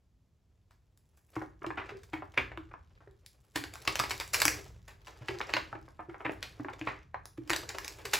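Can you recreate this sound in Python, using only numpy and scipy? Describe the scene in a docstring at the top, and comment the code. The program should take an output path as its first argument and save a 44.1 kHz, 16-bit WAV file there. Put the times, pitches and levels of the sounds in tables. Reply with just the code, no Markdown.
"""Card deck on a table

A thick deck of stiff cards is riffled, squared and tapped on a hard table top, close up in a quiet room.
Each slap is a short flutter of clicks that rings the card and cracks in the treble.
Thuds are short rattling pushes that ring the pack and the table; sliding is gritty noise with bright ticks.
The room answers briefly in decaying noise bands; faint hiss and a low rumble lie underneath."""
import sys
import numpy as np
from scipy import signal
from scipy.fft import rfft, irfft, next_fast_len
from scipy.io import wavfile
from scipy.ndimage import uniform_filter1d

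SR = 44100
rng = np.random.default_rng(int(sys.argv[2]) if len(sys.argv) > 2 else 0)


def amplitude_ratio(level_db):
    """Convert a level in decibels to the matching linear amplitude (field) ratio."""
    exponent = np.asarray(level_db, float) / 20
    return 10 ** exponent


def generate_wav(signal):
    """Clip the signal to [-1, 1] and save it as 16-bit WAV at the path in sys.argv[1]."""
    frames = np.transpose(np.atleast_2d(signal))
    scaled = np.clip(frames, -1, 1) * 32767
    pcm = np.round(scaled).astype(np.int16)
    wavfile.write(sys.argv[1], SR, pcm)


N = 361179
SPOTS = 6  # places on the table that share out the sounds


def level(x, db):
    """Sets the rms level."""
    return x * amplitude_ratio(db) / np.sqrt(np.mean(x ** 2))


def peak(x, db):
    """Sets the peak level."""
    return x * amplitude_ratio(db) / np.max(np.abs(x))


def steady(x, db, length_s):
    """Sets the rms level that the sound would have with all its energy spread over length_s."""
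    return x * amplitude_ratio(db) / np.sqrt(np.sum(x ** 2) / (length_s * SR))


def colour(x, points):
    """Filters by (f/Hz, level/dB) points joined on a log axis, falling 18 dB per octave outside them."""
    hz, db = np.transpose(points)
    f = np.fft.rfftfreq(x.shape[-1], 1 / SR) + 1
    octaves_below = np.log2(np.maximum(hz[0] / f, 1))
    octaves_above = np.log2(np.maximum(f / hz[-1], 1))
    gain_db = np.interp(np.log(f), np.log(hz), db) - 18 * (octaves_below + octaves_above)
    return irfft(rfft(x) * amplitude_ratio(gain_db), x.shape[-1])


def ring(x, hz, width):
    """A two-pole resonance, gain near 1 at its centre; width in Hz."""
    r = np.exp(-np.pi * width / SR)
    return signal.lfilter([1 - r, 0, r - 1], [1, -2 * r * np.cos(2 * np.pi * hz / SR), r * r], x)


def decay_width(t60):
    """The bandwidth in Hz of a resonance that dies by 60 dB in t60 seconds."""
    return np.log(1000) / np.pi / t60


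def lowpass(x, order, hz):
    """Takes the highs off, forward in time."""
    return signal.sosfilt(signal.butter(order, hz, fs=SR, output="sos"), x)


def grit(noise, spread_db):
    """Signed clicks of very uneven size, one chance each sample."""
    return noise[0] * amplitude_ratio(spread_db * noise[1])


# Slaps of card on card, from dull knocks of the whole pack to crisp snaps of one edge:
# [t/s, card level/dB, edge crack against card level/dB, flutter length/ms]
SLAPS = [(0.707, -69, -3, 12), (0.975, -75, 10, 2.1), (1.174, -68.5, -3, 3.6), (1.355, -50, -7, 6.3),
         (1.365, -36.5, -76, 2.7), (1.416, -41.5, -75, 4), (1.62, -45.5, -76, 2.7), (1.642, -37, -79, 3.9),
         (1.665, -37.5, -7.5, 1.15), (1.705, -33.5, -37, 1.9), (1.773, -39, -25.5, 18),
         (1.892, -43, -18, 5.8), (1.971, -62, 6, 1.1), (2.033, -60, 1.5, 6.6), (2.133, -36, -20.5, 5.9),
         (2.222, -41, -71, 2.9), (2.339, -55, -11, 7.8), (2.375, -25, -22, 5), (2.517, -44.5, -31, 3.2),
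         (2.575, -34.5, -19.5, 0.84), (2.712, -56, -30, 8), (2.739, -45, -40, 3.5), (3.005, -65.5, -57, 12),
         (3.074, -58.5, -35, 2.1), (3.263, -49.5, 9.5, 0.51), (3.558, -29.5, -6, 5),
         (3.639, -34.5, -7.5, 1.8), (3.738, -44.5, 4.5, 1.7), (3.756, -41.5, -3, 1.3),
         (3.853, -43.5, 0.5, 1.6), (3.876, -21.5, -6.5, 3), (3.956, -26.5, -2, 2.1), (3.993, -27.5, 3, 1.4),
         (3.998, -23.5, -2, 2.1), (4.038, -33, -7, 3.5), (4.096, -44.5, 6.5, 4.4), (4.108, -29.5, -4, 4.3),
         (4.179, -60, 18, 1.3), (4.199, -36, -1.5, 6.3), (4.209, -40, -5, 4.4), (4.334, -33.5, 3.5, 10),
         (4.344, -23, -2.5, 2.7), (4.402, -35, 4, 6.7), (4.418, -21.5, 0, 3.7), (4.454, -17.5, 7, 0.56),
         (4.481, -17, -1.5, 1), (4.878, -52, -3.5, 9.5), (5.07, -47, -4.5, 5.7), (5.284, -32.5, -12, 4.7),
         (5.405, -31.5, -50, 1.9), (5.414, -29, -13, 1.34), (5.492, -42.5, -22, 5.9),
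         (5.538, -18.5, -11, 1.25), (5.567, -25.5, -16, 2.85), (5.728, -37.5, -63.5, 2.2),
         (5.754, -46.5, -25, 3.5), (5.88, -57, -56, 5.7), (5.992, -45, -48.5, 8.2),
         (6.095, -50.5, -22.5, 4.6), (6.143, -48.5, -34, 6.9), (6.2, -49.5, -40, 16),
         (6.249, -34.5, -30.5, 9), (6.265, -27, -45, 0.65), (6.295, -33, -45, 1.8), (6.32, -72, 20, 1.5),
         (6.428, -34.5, -5.5, 4), (6.597, -46.5, -67, 2.8), (6.647, -38.5, -55, 1.9),
         (6.685, -39, -38, 4.1), (6.812, -42, -18, 8.4), (6.868, -35.5, -23.5, 12.9),
         (7.144, -34.5, -33, 2.32), (7.256, -47, 6.5, 0.99), (7.375, -55.5, -10, 4.1),
         (7.476, -53, 0.5, 2.3), (7.497, -26.5, -2, 1.1), (7.504, -20, -4, 0.95), (7.533, -23, -4, 1.85),
         (7.563, -30.5, 4.5, 1.3), (7.69, -42, 7, 4.6), (7.7, -39, -14, 3.1), (7.785, -27, -3.5, 0.53),
         (7.846, -41, 3, 3.5), (7.88, -37, 5, 1.7), (8.053, -35.5, -2, 3.6), (8.134, -23, -3.5, 7)]
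# Bending modes of a card: [f/Hz, width/Hz, level/dB]
CARD_MODES = [(887, 885, 9.5), (1580, 130, -6), (2300, 1400, 9), (3560, 3300, 8)]
# Treble colour of a cracking edge: [f/Hz, level/dB]
CRACK = [(3200, 8), (7500, 7), (11000, 3), (15800, -1.5)]


def slaps():
    """Each slap swishes, lands in uneven contacts and settles; its clicks ring card modes and an air gap."""
    size, lead = 8192, 600  # samples: whole slap, swish before landing
    t = (np.arange(size) - lead) / SR
    after = np.maximum(t, 0)
    out = np.zeros((SPOTS, N + size))
    for k, (s, db, crack_db, flutter_ms) in enumerate(SLAPS):
        # the air gap under a card rings higher the harder and the crisper the slap
        octaves = (db + 22) / 57.5 + crack_db / 45.5
        gap_hz = np.clip(1762 * 2 ** octaves, 600, 3000)
        noise = rng.standard_normal((4, size))
        span = max(flutter_ms, .5) / 1000
        contacts = amplitude_ratio(4 * np.repeat(noise[2], 60)[:size])
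        landing = (1 - np.exp(-after / (0.00077 + 0.024 * span))) / (1 + (after / span) ** 1.76) * contacts
        # in a short slap the first corner to touch hits hardest
        landing = landing * (1 + 0.017 / span * np.exp(-after / 0.00052))
        swish = amplitude_ratio(-20.5) * np.exp(np.minimum(t, 0) / 0.0045) * (t < 0)
        edges = amplitude_ratio(8 * np.repeat(noise[3], 90)[:size])
        settling = amplitude_ratio(-33.5) * np.exp(-after / 0.036) * (t > 0) * edges
        clicks = grit(noise, 5) * (swish + landing + settling)
        # each card bends a little differently, and the squeezed air gap picks which modes speak
        bend = 1 + 0.0098 * noise[2, -len(CARD_MODES):]
        card = sum(amplitude_ratio(c) * ring(clicks, b * f, w) for b, (f, w, c) in zip(bend, CARD_MODES))
        card = lowpass(ring(card, gap_hz, 3.6 * gap_hz), 4, 600 + 1.74 * gap_hz)
        crack = colour(clicks, CRACK)
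        i = int(s * SR) - lead - 20
        out[k % SPOTS, i:i + size] += steady(card, db, span) + steady(crack, db + crack_db, span)
    return out[:, :N]


# The pack knocks on the table or on itself; its pitch depends on the grip:
# [t/s, peak level of the pack/dB, pitch f/Hz]
THUDS = [(1.367, -31.5, 310), (1.618, -44.5, 330), (1.667, -34.5, 327), (1.785, -32.5, 2300),
         (1.92, -39, 398), (1.948, -41, 412), (2.134, -35, 305), (2.374, -41.5, 260), (2.377, -19.5, 2440),
         (2.574, -40, 323), (3.073, -48.5, 390), (3.557, -33, 298), (3.879, -25, 1170), (4.0, -23, 1223),
         (4.453, -34, 289), (5.211, -47.5, 121), (5.292, -30, 363), (5.543, -36.5, 310),
         (5.731, -33.5, 836), (5.75, -40, 324), (6.086, -40, 342), (6.254, -34.5, 303), (6.597, -33, 284),
         (6.651, -38.5, 358), (6.812, -36, 299), (6.872, -27.5, 1076), (7.383, -34.5, 304.3),
         (7.502, -31.5, 333), (8.049, -39.5, 418)]
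# Table top resonances: [f/Hz, level before weighting by decay time/dB, t60/s]
TABLE = [(122.4, 0.5, 0.18), (205, 5.5, 0.016), (298, -20.5, 0.047), (385, -16.5, 0.16)]


def thuds():
    """A short push and its rattle ring pack and table top; low knocks reach the table best."""
    size = 16384
    pack_q = 5.5  # sharpness of each of the pack's two resonances
    t = np.arange(size) / SR
    out = np.zeros((SPOTS, N + size))
    for k, (s, db, pack_hz) in enumerate(THUDS):
        rattle = amplitude_ratio(-15) * rng.standard_normal(size) * np.exp(-t / 0.015)
        push = lowpass(np.exp(-t / 0.00044) + rattle, 2, 2 * pack_hz)
        width = pack_hz / pack_q
        pack = ring(ring(push, pack_hz, width), pack_hz, width)
        table = sum(amplitude_ratio(c) * ring(push, f, decay_width(t60)) * t60 for f, c, t60 in TABLE)
        table_db = db + 2 - 4 * np.log2(pack_hz / TABLE[0][0])
        i = int(s * SR)
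        out[k % SPOTS, i:i + size] += peak(pack, db) + peak(table, table_db)
    return out[:, :N]


# Dull colour of card faces rubbing: [f/Hz, level/dB]
SLIDE = [(450, -2), (1000, -1.5), (2500, -2.5)]


def sliding(db):
    """Card faces rub in a dull hush that comes in fits; edges catch in lone bright ticks."""
    ticks_per_s, tick_s = 70, 0.00087  # rate over all spots, decay time constant
    k = int(SR / 70)  # samples in one fit
    fits = uniform_filter1d(np.repeat(rng.standard_normal((SPOTS, N // k + 1)), k, axis=1), k)[:, :N]
    rub = grit(rng.standard_normal((2, SPOTS, N)), 4.6) * amplitude_ratio(10.55 * fits)
    chance = rng.random((2, SPOTS, N))
    catch_size = amplitude_ratio(-3.5 * np.log(1 - chance[1]))
    catches = (chance[0] < ticks_per_s / SPOTS / SR) * catch_size
    envelope = signal.lfilter([1], [1, -np.exp(-1 / (tick_s * SR))], catches)
    ticks = envelope * rng.standard_normal((SPOTS, N))
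    hush = level(colour(rub, SLIDE), -5.0) + level(colour(rub, CRACK), -12.5)
    return amplitude_ratio(db) * (hush + level(colour(ticks, CRACK) + colour(ticks, SLIDE), -4))


# Echo bands of the table and near walls: [f/Hz, t60/s, relative level/dB]
ROOM = [(294, 0.36, 3.5), (820, 0.18, 5), (1580, 0.31, 1), (4400, 0.28, 2.5), (6700, 0.47, -10.5),
        (13700, 0.27, 3)]
# Colour of the echo's side against its mid: [f/Hz, level/dB]
ROOM_WIDTH = [(125, -10), (500, -3.5), (1200, 1.5), (2500, -18.5), (13000, -36.5)]


def room(x):
    """Table and near walls answer at once; each band dies at its own rate, a little wider than the source."""
    t = np.arange(int(.6 * SR)) / SR
    tail = 0
    for hz, t60, db in ROOM:
        band = ring(rng.standard_normal((2, len(t))), hz, 0.64 * hz)
        tail = tail + amplitude_ratio(db - 60 * t / t60) * band
    tail = tail * (1 - np.exp(-t / 0.00014))
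    tail = tail / np.sqrt(np.sum(tail[0] ** 2))  # unit energy in the mid
    mid = signal.fftconvolve(x, tail[0])[:N]
    side = signal.fftconvolve(x, colour(tail[1], ROOM_WIDTH))[:N]
    return np.array([mid + side, mid - side])


# Colour of the room hiss: [f/Hz, relative level/dB]
HISS = [(120, 0), (300, -7.5), (1600, -24.5), (6560, -29), (16000, -35.5)]
# Colour of the rumble: [f/Hz, relative level/dB]
RUMBLE = [(50, -5.5), (62, -3.5), (110, -7)]


def background(handling):
    """Faint room hiss, and a low rumble that swells while the hands work on the table."""
    noise = rng.standard_normal((4, N))
    hiss = level(colour(noise[:2], HISS), -78.5)
    shake = lowpass(handling ** 2, 1, 1.6)  # slow power of the handling
    swell = amplitude_ratio(-70.0) + amplitude_ratio(-26.5) * np.abs(shake) ** 0.36
    rumble = level(colour(noise[2:], RUMBLE), 0) * swell
    mid = hiss[0] + rumble[0]
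    side = 0.31 * hiss[1] + 0.15 * rumble[1]
    return np.array([mid + side, mid - side])


# Handling over time: [t/s, sliding level before the treble gain/dB, treble gain above 7 kHz for all cards/dB]
HANDS = [(0, -105, -18), (1.27, -94.5, 12.5), (1.345, -72.5, -1.5), (1.56, -93, -4), (1.899, -70, -9.5),
         (2.06, -84.5, 1.5), (2.901, -86, -8.5), (3.448, -86, 6), (3.898, -61.5, -5), (4.3, -70.5, 3),
         (4.501, -54.5, -3.5), (4.799, -82.5, -1), (5.498, -59.5, -8.5), (5.931, -81.5, -1.5),
         (6.3, -79, 0.5), (6.9, -66, -8), (7.08, -94.5, -12), (7.301, -90.5, 5), (7.6, -68, -5.5),
         (8.19, -63.5, 1.5)]


def scene():
    """Cards close by, the table under them, their room echo and the background."""
    t = np.arange(N) / SR
    s, slide_db, treble_db = np.transpose(HANDS)
    cards = slaps() + sliding(np.interp(t, s, slide_db))
    low = signal.sosfiltfilt(signal.butter(3, 7000, fs=SR, output="sos"), cards)
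    cards = low + amplitude_ratio(np.interp(t, s, treble_db)) * (cards - low)
    # the slaps shake the table a little too
    shaken = amplitude_ratio(15) * sum(ring(cards, f, decay_width(t60)) for f, _, t60 in TABLE)
    spots = cards + thuds() + shaken
    near = spots.sum(axis=0)
    # a spot off centre reaches one microphone port a fraction of a sample early
    early = 0.34 * np.cos(np.pi * np.arange(SPOTS) / (SPOTS - 1))  # samples
    lag = early @ np.gradient(spots, axis=1)
    echo = amplitude_ratio(-3.5) * sum(room(x) for x in spots)  # every spot has its own echo pattern
    return near + np.array([lag, -lag]) + echo + background(near)


def top_cut(x):
    """Nothing passes above the cut-off."""
    return signal.sosfilt(signal.butter(12, 16990, fs=SR, output="sos"), x)


# Narrow dips in the treble: [f/Hz, width/Hz, level/dB]
DIPS = [(8650, 200, -11.5), (14500, 100, -6.5)]


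def record(dry):
    """The treble has two narrow dips and a hard top; above 7.5 kHz left and right drift apart in phase."""
    size = next_fast_len(N + 4096)
    f = np.fft.rfftfreq(size, 1 / SR)
    dips_db = sum(d * np.exp(-((f - hz) / w) ** 2) for hz, w, d in DIPS)
    top_db = -60 * np.clip((f - 16200) / 700, 0, 1)
    turn = np.exp(-2j * np.pi * np.maximum(f - 7500, 0) * .00028)
    spectrum = rfft(dry, size) * amplitude_ratio(dips_db + top_db) * np.array([turn, np.ones_like(turn)])
    mix = irfft(spectrum, size)[:, :N]
    return top_cut(mix)


dry = scene()
out = record(dry)
generate_wav(out)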